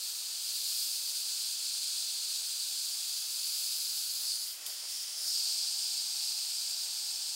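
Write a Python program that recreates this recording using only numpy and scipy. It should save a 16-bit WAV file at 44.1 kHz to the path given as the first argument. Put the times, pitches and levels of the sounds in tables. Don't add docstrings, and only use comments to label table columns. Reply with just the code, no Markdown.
import sys
import numpy as np
from scipy import signal
from scipy.fft import rfft, irfft, next_fast_len
from scipy.io import wavfile
from scipy.ndimage import map_coordinates

SR = 44100
rng = np.random.default_rng(int(sys.argv[2]) if len(sys.argv) > 2 else 0)


def to_wav(sig):
    pcm = np.clip(np.atleast_2d(sig), -1, 1) * 32767
    pcm = np.round(pcm).astype(np.int16)
    wavfile.write(sys.argv[1], SR, pcm.T)


N = 324135

# time in seconds, hiss level in dB, fine fizz level in dB.
JET_FORCE = [(0.0, -37.5, -48.5), (0.14, -39, -48), (0.33, -38.5, -51), (0.78, -34, -43),
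             (1.0, -36.5, -46.5), (1.76, -35.5, -50), (3.3, -37, -48), (3.52, -35, -44.5),
             (4.26, -36.5, -45), (4.3, -32.5, -49.5), (4.5, -40, -45.5), (4.58, -46.5, -54),
             (4.65, -44.5, -56), (4.67, -40.5, -47), (4.83, -41.5, -55), (4.89, -38, -50),
             (5.14, -40, -52.5), (5.26, -34.5, -47), (5.36, -32, -47.5), (5.67, -34, -50),
             (6.22, -35.5, -49.5), (7.35, -37, -51.5)]
# time in seconds, pitch in Hz.
GAP_PITCH = [(0, 4500), (.8, 4640), (2.2, 4520), (3.6, 4710), (4.3, 4640), (4.8, 4860), (5.06, 5180),
             (5.42, 4750), (5.9, 4710)]
# time in seconds, share steep, share lifted, share slanted (0 to 1).
AIM_SHARES = [(2.8, 0, 0, 0), (3.35, .4, 0, 0), (3.45, 1, 0, 0), (4.25, 1, 0, 0), (4.5, 0, 1, 0),
              (5.17, 0, 1, 0), (5.38, 0, 0, 1)]
# centre in Hz, width at half height in Hz, height in dB.
PLAIN_PEAKS = [(3370, 100, 3), (5670, 260, -2.5), (8800, 500, 1.5), (10640, 600, 1.5), (11540, 1000, -2),
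               (12200, 640, 3.5)]
STEEP_PEAKS = [(5630, 450, -2.5), (8650, 260, -5), (9500, 560, 1), (10700, 830, 2.5), (11900, 500, -7),
               (12100, 700, 5), (13100, 400, -7)]
LIFTED_PEAKS = [(1920, 370, 21), (3190, 490, 3), (4300, 500, 0), (5800, 260, -2), (7100, 500, -0.5),
                (8080, 280, -7), (8800, 250, -1), (9160, 350, 3), (10200, 300, -1.5), (12500, 500, -1),
                (13600, 900, -5)]
SLANTED_PEAKS = [(5300, 170, 1.5), (5770, 280, -1.5), (8680, 360, 5.5), (9280, 920, -4), (10200, 720, -2.5),
                 (11650, 360, 3), (12600, 500, 0), (13800, 1600, -4)]
GAP_HEIGHTS = [9.6, 10, 10.9, 10.5]
# middle in seconds, length at half height in seconds, echo delay in ms, its change in ms per second.
NOZZLE_SWEEPS = [(4.38, 0.17, 0.311, -.5), (5.26, 0.14, 0.318, .33)]
# frequency in Hz, relative density in dB per Hz.
HISS_SPECTRUM = [(500, -51), (1900, -33.5), (2200, -18.5), (2550, -9), (2850, -8.5), (3300, -3.5),
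                 (4000, -1.5), (6000, 0.5), (8200, 1), (9600, -1), (11000, -7.5), (13000, -7.5),
                 (14600, -10.5), (15700, -8.5)]
# frequency in Hz, relative density in dB per Hz.
DUCT_SPECTRUM = [(20, -19.5), (100, -15), (240, -14), (400, -9), (700, -5.5), (1100, -2), (1500, 2),
                 (1950, -2.5), (2600, 4), (6000, -11), (16000, -40)]
# centre in Hz, width at half height in Hz, height in dB.
DUCT_MODES = [(154, 16, 3), (313.4, 42, 8), (472, 57, 5), (638, 48, 4.5), (820, 93, 3.5), (1500, 150, 1)]
# pitch in Hz, level in dB.
MOUTH_TONES = [(803, -80.5), (803, -79), (659, -75.5), (834, -69.5)]
# middle in seconds, length at half height in seconds, level in dB.
SCUFF_TIMES = [(0.305, .08, -63), (4.247, 0.06, -61), (4.67, 0.13, -57.5), (4.843, .035, -57),
               (5.09, .025, -64), (5.25, 0.16, -62.5), (6.868, .06, -66)]
# frequency in Hz, relative density in dB per Hz.
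RUB_SPECTRUM = [(150, -35), (300, -5.5), (600, 4), (1000, 1.5), (2200, 2.5), (5000, -17)]
# start in seconds, relative strength in dB.
TOOL_CONTACTS = [(2.527, -29), (4.664, -23), (6.443, -35)]
# frequency in Hz, mean level in dB, time to decay by 60 dB in seconds.
STEEL_MODES = [(3470, -6, .014), (4970, -13, .015), (6700, -11, 0.01), (8000, -11, .012),
               (11600, -15, 0.014)]

USUAL_HISS_DB, GAP_GROWTH = -36, 0.51
SWEEP_GAP_DB, SWEEP_EDGE_HZ = 2, 510
ECHO_SHARE, ECHO_FULL_HZ = 0.35, 11000
TOP_HZ = 15780


def amp(db):
    return 10 ** (np.asarray(db) / 20)


def unit(x):
    return x / np.sqrt(np.mean(x ** 2) + 1e-20)


def along(points, hz):
    f, v = np.transpose(points)
    return np.interp(np.log(hz + 1), np.log(f), v)


def curves(rows, t):
    s, *cols = np.transpose(rows)
    return [np.interp(t, s, c) for c in cols]


def bell(hz, centre, width):
    return .5 ** ((2 * (hz - centre) / width) ** 2)


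def bumps(rows, hz):
    return sum(db * bell(hz, centre, width) for centre, width, db in rows)


def wobble(rate, t):
    knots = rng.standard_normal(int(t[-1] * rate) + 4)
    return map_coordinates(knots, [t * rate])


def filtered(x, response):
    size = next_fast_len(N + SR // 2)
    gain = response(np.fft.rfftfreq(size, 1 / SR))
    return irfft(rfft(x, size) * gain, size)[..., :N]


def comb(hz, strength, delay_ms):
    return 1 + strength * np.exp(-2j * np.pi * hz * delay_ms / 1000)


def aim(t):
    steep, lifted, slanted = curves(AIM_SHARES, t)
    return np.array([1 - steep - lifted - slanted, steep, lifted, slanted])


def jet(hiss_db=0, fizz_db=0, flutter_db=0.48, sway_db=0.32, bench_echo=0.093, bench_delay_ms=2.3):
    hz, t, noise = signal.stft(rng.standard_normal(N), SR, nperseg=512, noverlap=384)
    f = hz[:, None]
    hiss, fizz = curves(JET_FORCE, t)
    gap_hz, = curves(GAP_PITCH, t)
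    shares = aim(t)
    sweeping = sum(bell(t, s, length) for s, length, _, _ in NOZZLE_SWEEPS)

    gap_db = np.array(GAP_HEIGHTS) @ shares
    gap_db = gap_db + GAP_GROWTH * (hiss - USUAL_HISS_DB) + SWEEP_GAP_DB * sweeping
    peaks = [PLAIN_PEAKS, STEEP_PEAKS, LIFTED_PEAKS, SLANTED_PEAKS]
    aim_db = sum(share * bumps(rows, f) for share, rows in zip(shares, peaks))
    shift_hz = SWEEP_EDGE_HZ * sweeping * np.clip((f - 1950) / 650, 0, 1)
    colour = amp(along(HISS_SPECTRUM, f - shift_hz) + aim_db + gap_db * bell(f, gap_hz, 1170))

    for s, length, delay_ms, ms_per_s in NOZZLE_SWEEPS:
        echo = ECHO_SHARE * bell(t, s, length) * np.minimum(f / ECHO_FULL_HZ, 1) ** 2
        colour = colour * abs(comb(f, echo, delay_ms + ms_per_s * (t - s)))

    def level(band):
        return np.sqrt(np.sum(colour[band] ** 2, axis=0) / len(hz))

    coarse = (hz > 3000) & (hz < 10000)
    fine = (hz > 11000) & (hz < 15500)
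    hiss_gain = amp(hiss + hiss_db) / level(coarse)
    fizz_gain = amp(fizz + fizz_db) / level(fine)
    top = np.clip((f - 8800) / 3200, 0, 1)
    gain = hiss_gain ** (1 - top) * fizz_gain ** top
    air = signal.istft(noise * colour * gain, SR, nperseg=512, noverlap=384)[1][:N]

    clock = np.arange(N) / SR
    air = air * amp(flutter_db * wobble(50, clock) + sway_db * wobble(17, clock))
    return filtered(air, lambda hz: comb(hz, bench_echo, bench_delay_ms))


def duct(duct_db=-58.5, lift_db=-3):
    _, _, lifted, _ = aim(np.arange(N) / SR)
    noise = rng.standard_normal(N)
    rush = unit(filtered(noise, lambda hz: amp(along(DUCT_SPECTRUM, hz) + bumps(DUCT_MODES, hz))))
    drone = filtered(rush, lambda hz: bell(hz, 0, 610))
    return amp(duct_db) * (amp(lift_db * lifted) * drone + rush - drone)


def mouth(width_hz=240):
    pitch, db = np.transpose(MOUTH_TONES) @ aim(np.arange(N) / SR)
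    band = filtered(rng.standard_normal((2, N)), lambda hz: bell(hz, 0, width_hz))
    phase = 2 * np.pi * np.cumsum(pitch) / SR
    tone = band[0] * np.cos(phase) + band[1] * np.sin(phase)
    return amp(db) * unit(tone)


def scuffs(scuff_db=0, ragged_db=0.5):
    clock = np.arange(N) / SR
    rub = filtered(rng.standard_normal(N), lambda hz: amp(along(RUB_SPECTRUM, hz)))
    rub = rub * amp(ragged_db * wobble(70, clock))
    strokes = sum(amp(db + scuff_db) * bell(clock, s, length) for s, length, db in SCUFF_TIMES)
    return unit(rub) * strokes


def ticks(tick_db=-5, crack_t60=0.021):
    out = np.zeros(N + SR)
    t = np.arange(SR // 10) / SR
    for s, db in TOOL_CONTACTS:
        ring = 0
        for hz, level, t60 in STEEL_MODES:
            mode_db = level + rng.normal(0, 2)
            ring = ring + amp(mode_db - 60 * t / t60) * np.sin(2 * np.pi * hz * t)
        crack = amp(-60 * t / crack_t60) * rng.standard_normal(len(t))
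        out[round(s * SR):][:len(t)] += amp(db + tick_db) * (ring + crack)
    highpass = signal.butter(3, 3300, "highpass", fs=SR, output="sos")
    return signal.sosfilt(highpass, out[:N])


def scene():
    mono = jet() + duct() + mouth() + scuffs() + ticks()
    return np.tile(mono, (2, 1))


def record(dry):
    return filtered(dry, lambda hz: hz < TOP_HZ)


dry = scene()
out = record(dry)
to_wav(out)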